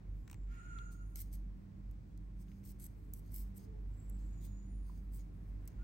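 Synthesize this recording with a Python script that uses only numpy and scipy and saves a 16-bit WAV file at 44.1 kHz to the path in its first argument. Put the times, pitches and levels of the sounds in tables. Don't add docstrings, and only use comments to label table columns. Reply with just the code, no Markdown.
import sys
import numpy as np
from scipy import signal
from scipy.fft import rfft, irfft, next_fast_len
from scipy.io import wavfile
from scipy.ndimage import uniform_filter1d

SR = 44100
rng = np.random.default_rng(int(sys.argv[2]) if len(sys.argv) > 2 else 0)


def transcribe(signal):
    frames = np.atleast_2d(signal).T
    limited = np.clip(frames, -1, 1)
    pcm = np.round(limited * 32767).astype(np.int16)
    wavfile.write(sys.argv[1], SR, pcm)


N = 257103
T = np.arange(N) / SR
FADE_DB = 15


def undb(db):
    return 10 ** (np.asarray(db) / 20)


def unit(x):
    return x / np.sqrt(np.mean(x ** 2, axis=-1, keepdims=True))


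def pan(db):
    return undb([[db / 2], [-db / 2]])


def ring(x, modes):
    out = 0
    for hz, width_hz, db in modes:
        b, a = signal.iirpeak(hz, hz / width_hz, fs=SR)
        out = out + undb(db) * signal.lfilter(b, a, signal.lfilter(b, a, x))
    return out


def walk(rate_hz, n=N):
    k = int(SR / rate_hz)
    steps = np.repeat(rng.standard_normal(n // k + 1), k)
    return unit(uniform_filter1d(uniform_filter1d(steps, k), k)[:n])


def correlate(a, b, corr):
    return np.array([a, corr * a + np.sqrt(1 - corr ** 2) * b])


def noise(corr, n=N):
    return correlate(*rng.standard_normal((2, n)), np.clip(corr, 0, 1))


def curves(table):
    times_s, *columns = np.transpose(table)
    end = int(times_s[-1] * SR) + 1 if times_s[-1] < T[-1] - .01 else N
    at = slice(int(times_s[0] * SR), end)
    return [np.interp(T[at], times_s, c) for c in columns], at


def envelope(start_s, stages_s, levels_db):
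    times_s = start_s + np.cumsum([0, *stages_s])
    (db,), at = curves(list(zip(times_s, levels_db)))
    return db, at


def tone(hz, width_hz, rough, corr):
    carrier, n = np.exp(2j * np.pi * np.cumsum(hz) / SR), len(hz)
    sides = []
    for _ in range(2):
        steady = np.exp(2j * np.pi * rng.random())
        flutter = walk(width_hz, n) + 1j * walk(width_hz, n)
        sides.append((1 - rough) * steady + rough * flutter)
    return unit(np.real(carrier * correlate(*sides, corr)))


def machine_hum():
    hum_levels = [(0.0, -60), (0.11, -42.5), (0.23, -49.5), (0.28, -69), (0.39, -43), (0.52, -42.5),
                  (0.63, -60.5), (0.66, -49.5), (0.88, -46.5), (0.97, -50), (1.07, -45), (1.12, -48),
                  (1.49, -41.5), (1.7, -64.5), (1.87, -42.5), (2.11, -58), (2.16, -48), (2.39, -48.5),
                  (2.63, -63), (2.69, -50.5), (3.0, -55.5), (3.07, -48), (3.26, -52), (3.43, -40),
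                  (3.62, -59.5), (3.88, -40.5), (3.99, -51), (4.12, -42), (4.71, -47.5), (4.77, -42),
                  (4.9, -45.5), (5.24, -42.5), (5.34, -51), (5.52, -42.5), (5.68, -49), (5.73, -62),
                  (5.78, -42), (5.83, -46.5)]
    hum_pitch = [(0.0, 45.1), (0.1, 46.35), (1.46, 46.53), (1.64, 44.9), (1.91, 47.56), (3.73, 48.34),
                 (3.78, 47.73), (5.7, 47.9), (5.83, 46)]
    upper_levels = [(0, -68), (1.2, -67.5), (1.4, -60), (1.8, -61.5), (2.0, -70), (2.55, -58.5),
                    (3.0, -63.5), (4.9, -61), (5.1, -67.5), (5.83, -67)]
    drone_bands = [(66.6, 33, -63), (100.9, 14, -58.5), (148.1, 8.6, -74.5), (164, 17, -65.5),
                   (239, 8.7, -77.5), (300.8, 26.7, -72), (359.5, 11, -83.5), (1072, 24, -90)]
    (low_db,), _ = curves(hum_levels)
    (low_hz,), _ = curves(hum_pitch)
    (upper_db,), _ = curves(upper_levels)
    phase = 2 * np.pi * np.cumsum(low_hz + 0.603 * walk(10)) / SR
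    low = np.sqrt(2) * np.sin(phase) * undb(low_db + 1.1 * walk(14))
    upper = tone(hz=np.full(N, 194.9), width_hz=9, rough=0.28, corr=0.97) * undb(upper_db)
    drones = sum(undb(db) * unit(ring(noise(1 - hz / 900), [(hz, width_hz, 0)]))
                 for hz, width_hz, db in drone_bands)
    return low * pan(-1.4) + (drones + upper) * pan(-2.8)


def room_air():
    spectrum = [(31.9, -108, .99, -2), (57.7, -74.5, 1, -3), (128.6, -80.5, 0.91, -3), (243, -86, 0.54, -1),
                (545, -101, 0, -.5), (1160, -108, -.25, -1.5), (2280, -113, 0.13, 1.5),
                (2990, -120, 0.19, 1), (5240, -123, 0, 5), (7800, -127, 0.48, 2), (11000, -132, 0, -5),
                (12200, -129, 0.4, -2.5), (14000, -133, 0, -11.5), (15800, -126, 0.1, 4)]
    street_swell = [(0, 2), (.16, -1), (.57, -0.5), (.68, 0), (1.57, 0), (2.0, -2.5), (2.5, -.5),
                    (3.4, -0.5), (3.7, 1), (4.56, -1), (5.5, 0), (5.83, 1)]
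    street_low_hz, street_high_hz = 234, 3400
    n = next_fast_len(N)
    f = np.fft.rfftfreq(n, 1 / SR) + 1
    hz, *columns = np.transpose(spectrum)
    db, corr, pan_db = (np.interp(np.log(f), np.log(hz), c) for c in columns)
    white = correlate(*rfft(rng.standard_normal((2, n))), corr) * np.sqrt(SR / 2)
    sides = white * undb(db) * undb([pan_db / 2, -pan_db / 2])
    band = 1 / (1 + (street_low_hz / f) ** 4) / (1 + (f / street_high_hz) ** 4)
    (swell_db,), _ = curves(street_swell)
    street = irfft(sides * band, n)[:, :N] * undb(swell_db)
    room = irfft(sides * (1 - band), n)[:, :N]
    return (street + room) * undb(0.89 * walk(3.31))


def needle(x, lower_db, middle_db, main_db, top_db):
    # f/Hz, width/Hz, gain/dB
    lower = [(2245, 510, 6), (3440, 1200, -3.5), (5210, 3400, 8), (6390, 1030, 11)]
    middle = [(8550, 2600, 0)]
    main = [(11730, 2700, 0.14), (13270, 1840, 0.21)]
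    top = [(14570, 5100, 0)]
    white = rng.standard_normal(4096)
    groups = (lower, lower_db), (middle, middle_db), (main, main_db), (top, top_db)
    return sum(undb(db) * ring(x, modes) / np.std(ring(white, modes)) for modes, db in groups)


def scrapes(grain_db=1.5, grain_hz=400, sing_db=-9.5):
    rustle = [(0.0, -105), (0.16, -94), (0.34, -100), (0.88, -96), (1.15, -87), (1.49, -100), (2.18, -100),
              (2.6, -90), (2.87, -91), (3.44, -82.5), (3.62, -98), (4.29, -86), (4.59, -100), (4.84, -100),
              (5.05, -86.5), (5.83, -96)]
    # t/s, rise/s, hold/s, fall/s, hold start/dB, hold end/dB,
    # lower modes/dB, middle mode/dB, top mode/dB, high singing/Hz, low singing/Hz
    strokes = [(0.061, 0.073, 0.085, .04, -89, -84, -7, -10, -12, 11700, 5000),
               (0.488, .025, 0.045, .03, -86, -83, 2.5, -6, -8, 12000, 4900),
               (0.904, .018, 0.0064, 0.053, -71, -74, 0.5, 3.5, 1, 11900, 6150),
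               (1.15, 0.0063, 0.058, .024, -59.5, -48.5, -11.5, -6.5, -7, 12560, 5450),
               (1.311, 0.023, 0.018, 0.03, -58.5, -60.5, -10, -6, -9, 11650, 5680),
               (2.37, 0.045, 0.0054, 0.033, -69.5, -72, -5, -1.5, -6, 12050, 5400),
               (2.472, 0.019, .09, .05, -81, -87, 0.5, -4, -6, 11900, 5030),
               (2.635, 0.016, 0.065, 0.016, -69.5, -66, -4, -0.5, 1.5, 12300, 5350),
               (2.785, 0.017, 0.065, 0.0091, -61, -54.5, -13, -4.5, -12, 11500, 6200),
               (3.134, 0.0051, .057, 0.017, -65.5, -68.5, -11, -5, -4, 11400, 5700),
               (3.215, 0.039, .04, 0.022, -78, -79, -2.5, -5, -8, 11900, 4450),
               (3.303, 0.048, 0.059, 0.044, -54.5, -57, -11.5, -6.5, -4, 12070, 5350),
               (3.543, 0.023, 0.015, 0.0086, -62, -54, -16.5, -8.5, -10, 12200, 5780),
               (3.585, 0.0056, .062, 0.028, -76.5, -80.5, 2, 1, -0.5, 12000, 5000),
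               (4.17, .02, .045, 0.032, -87, -88, 4, 0, -1, 11900, 4280),
               (4.396, .055, 0.0035, 0.033, -66.5, -64.5, -2, 1, 1.5, 12000, 3700),
               (4.837, 0.029, 0.12, 0.032, -81.5, -84, 2, 1.5, 1, 12150, 4700),
               (5.112, 0.026, 0.031, 0.038, -66.5, -66, -8.5, -1, -0.5, 12350, 5000),
               (5.179, 0.0074, 0.029, .02, -79, -81, 6, 0.5, -3, 12100, 6900),
               (5.673, 0.0032, 0.0031, .012, -63, -63, -3, -2, 0, 11620, 5800)]
    rise_db, fall_db = 26, 22.5
    settle_s, settle_db = .08, 23
    light_touch = 0.37, 0.18, .15
    (rustle_db,), _ = curves(rustle)
    flutter = undb(2.5 * walk(30))
    out = needle(noise(0.27) * flutter, -6, -1, 0, -1.5) * undb(rustle_db)
    for start_s, rise_s, hold_s, fall_s, first_db, last_db, *modes_db, high_hz, low_hz in strokes:
        levels_db = [first_db - rise_db, first_db, last_db, last_db - fall_db,
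                     last_db - fall_db - settle_db]
        db, at = envelope(start_s, [rise_s, hold_s, fall_s, settle_s], levels_db)
        n = len(db)
        below_peak_db = max(first_db, last_db) - db
        lower_db, middle_db, top_db = (d + k * below_peak_db for d, k in zip(modes_db, light_touch))
        grain = unit(undb(grain_db * walk(grain_hz, n)))
        hiss = needle(noise(0.41, n) * grain, lower_db, middle_db, -5.5, top_db)
        low = tone(np.full(n, low_hz), width_hz=1000, rough=1, corr=.4)
        high = tone(np.full(n, high_hz), width_hz=900, rough=1, corr=0.83)
        sing = (high + undb(lower_db + 1.5) * low) * grain
        out[:, at] += (hiss + undb(sing_db) * sing) * undb(db)
    return out


def brakes():
    squeals = [
        [(.47, 1332, -81, -84), (.53, 1389, -64.5, -70.5), (.6, 1385, -59, -72), (.68, 1430, -59.5, -75),
         (.78, 1370, -55.5, -73), (.88, 1397, -60.5, -81), (.97, 1396, -70.5, -89), (1.02, 1400, -65.5, -101),
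         (1.1, 1382, -83, -103), (1.19, 1390, -73, -100)],
        [(5.76, 1418, -95, -93), (5.79, 1400, -74, -83), (5.83, 1440, -68, -84)],
    ]
    harmonics_db = [0.5, -21.5, -30, -33, -17.5, -23.5, -26]
    whistles = [(0.152, 0.13, 0.084, 0.21, 7300, 7270, -83), (0.518, 0.12, 0.27, 0.24, 6750, 6670, -75.5),
                (0.947, 0.083, 0.11, 0.033, 9780, 9470, -84.5), (3.9, 0.1, 0.17, 0.31, 7600, 7700, -76.5),
                (4.181, 0.21, 0.23, 0.23, 6880, 6930, -76), (4.608, 0.11, .15, 0.18, 9434, 9800, -80.5),
                (5.153, 0.11, .2, .12, 9550, 9680, -91.5)]
    rasp_modes = [(2010, 1130, 11.5), (2520, 600, -30), (8700, 3400, -11)]  # f/Hz, width/Hz, gain/dB
    out = np.zeros((2, N))
    for squeal in squeals:
        (hz, db, rasp_db), at = curves(squeal)
        harmonics = sum(undb(gain_db) * tone(k * hz, width_hz=70 + 35 * k, rough=.85, corr=-.6)
                        for k, gain_db in enumerate(harmonics_db, 1))
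        chatter = undb(-12) * tone(.95 * hz, width_hz=220, rough=1, corr=-.5)
        rasp = unit(ring(noise(0.37, len(hz)), rasp_modes))
        out[:, at] += (harmonics + chatter) * undb(db) * pan(-3) + rasp * undb(rasp_db)
    for start_s, *stages_s, first_hz, last_hz, db in whistles:
        level_db, at = envelope(start_s, stages_s, [db - FADE_DB, db, db, db - FADE_DB])
        hz = np.linspace(first_hz, last_hz, len(level_db))
        out[:, at] += tone(hz, width_hz=280, rough=.9, corr=0) * undb(level_db)
    return out


def rattle_and_knocks(contact_s=.0012, tail_s=.015, tail_db=-24):
    hits = [(0.2775, -54, 2, 1810, 1210, 6), (0.2981, -50.5, 0.5, 1860, 1400, 2),
            (.3127, -54, 4, 2190, 1390, 12), (0.329, -50.5, 3.5, 2250, 1410, -2),
            (0.3426, -53, -1, 2100, 1500, 4), (0.7863, -50.5, -6, 2640, 1820, 4),
            (2.482, -68, -12, 2610, 1505, 8), (2.516, -61.5, -12, 2300, 1520, 8),
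            (2.633, -64, -4, 2080, 1500, 2), (2.6391, -64.5, 3, 2124, 1490, 6),
            (4.894, -55, -38, 993, 170, -2)]
    crack_modes = [(3800, 2200, 0), (5700, 1200, 6), (8200, 750, 7.5), (12700, 3400, -3), (15800, 1700, 1)]
    body_hz, body_width_hz = 1140, 1060
    out, t = np.zeros((2, N)), T[:2600]
    decay = np.exp(-t / contact_s)
    tail = undb(tail_db) * np.exp(-t / tail_s)
    for start_s, db, treble_db, hz, width_hz, pan_db in hits:
        i = int(start_s * SR)
        contact = noise(0.79, len(t))
        body = body_hz, body_width_hz, treble_db - 0.12
        low = ring(contact * (t / contact_s * decay + tail), [(hz, width_hz, 0), body])
        high = ring(contact * (decay + tail), crack_modes)
        knock = low / np.abs(low).max() + undb(treble_db) * high / np.abs(high).max()
        out[:, i:i + len(t)] += undb(db) * pan(pan_db) * knock
    return out


def ticks(rise_s=0.00083, decay_s=0.0015):
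    taps = [(0.9184, -63.5, -9, -2, -3), (1.157, -35, -9, -11, -16), (1.204, -41, -26, -21, -11),
            (1.216, -39, -22, -18, -9), (1.3286, -48, -19, -17, -20), (1.9108, -59, -5, -3, -12),
            (2.175, -58, 4, 4, 2), (2.6521, -51, -10, -3, -2), (2.717, -52.5, -7, -4, -6),
            (2.798, -46, -10, 1, -4), (2.8414, -41, -26, -9, -20), (2.864, -43.5, -20, -7, -20),
            (3.1354, -35.5, -42, -4, -7), (3.3199, -49.5, -20, -21, -21), (3.3413, -40, -26, -19, -20),
            (3.3503, -48, -21, -25, -12), (3.3609, -37.5, -33, -16, -23), (3.5736, -63, -16, -8, -1),
            (3.5814, -51, -22, 2, -9), (4.0972, -44.5, -18, -4.5, -12), (5.654, -62, -8, -4, -14),
            (5.6757, -41, -16, -3.5, -4)]
    out, t = np.zeros((2, N)), T[:900]
    for start_s, db, lower_db, middle_db, top_db in taps:
        i = int(start_s * SR)
        contact = noise(0.28, len(t)) * (1 - np.exp(-t / rise_s)) * np.exp(-t / decay_s)
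        tick = needle(contact, lower_db, middle_db, 0, top_db)
        out[:, i:i + len(t)] += undb(db) * tick / np.abs(tick).max()
    return out


def horn():
    toots = [(2.917, .16, 0.14, 0.067, 432, -76.5), (3.537, 0.11, 0.14, 0.11, 432, -70.5)]  # t/s, rise/s, hold/s, fall/s, f/Hz, level/dB
    harmonics_db = [4.5, -11.5]
    out = np.zeros((2, N))
    for start_s, *stages_s, hz, db in toots:
        level_db, at = envelope(start_s, stages_s, [db - FADE_DB, db, db, db - FADE_DB])
        for k, gain_db in enumerate(harmonics_db, 1):
            harmonic = tone(np.full(len(level_db), k * hz), width_hz=48.7, rough=0.69, corr=0.17)
            out[:, at] += harmonic * undb(level_db + gain_db)
    return out


def scene():
    needles = (scrapes() + ticks()) * pan(2)
    return needles + rattle_and_knocks() + brakes() + horn() + machine_hum() + room_air()


def record(dry):
    crossover_hz, lead_ms, in_phase_hz, cutoff_hz = 8860, .28, 8510, 15800
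    n = next_fast_len(N)
    f = np.fft.rfftfreq(n, 1 / SR)
    left, right = rfft(dry, n)
    share = 1 / (1 + (crossover_hz / (f + 1)) ** 16)
    lead = np.exp(2j * np.pi * (f - in_phase_hz) * lead_ms / 1000)
    right = np.sqrt(1 - share ** 2) * right + share * lead * left
    stereo = irfft(np.array([left, right]), n)[:, :N]
    lowpass = signal.ellip(10, .2, 70, cutoff_hz, fs=SR, output="sos")
    return signal.sosfilt(lowpass, stereo)


dry = scene()
out = record(dry)
transcribe(out)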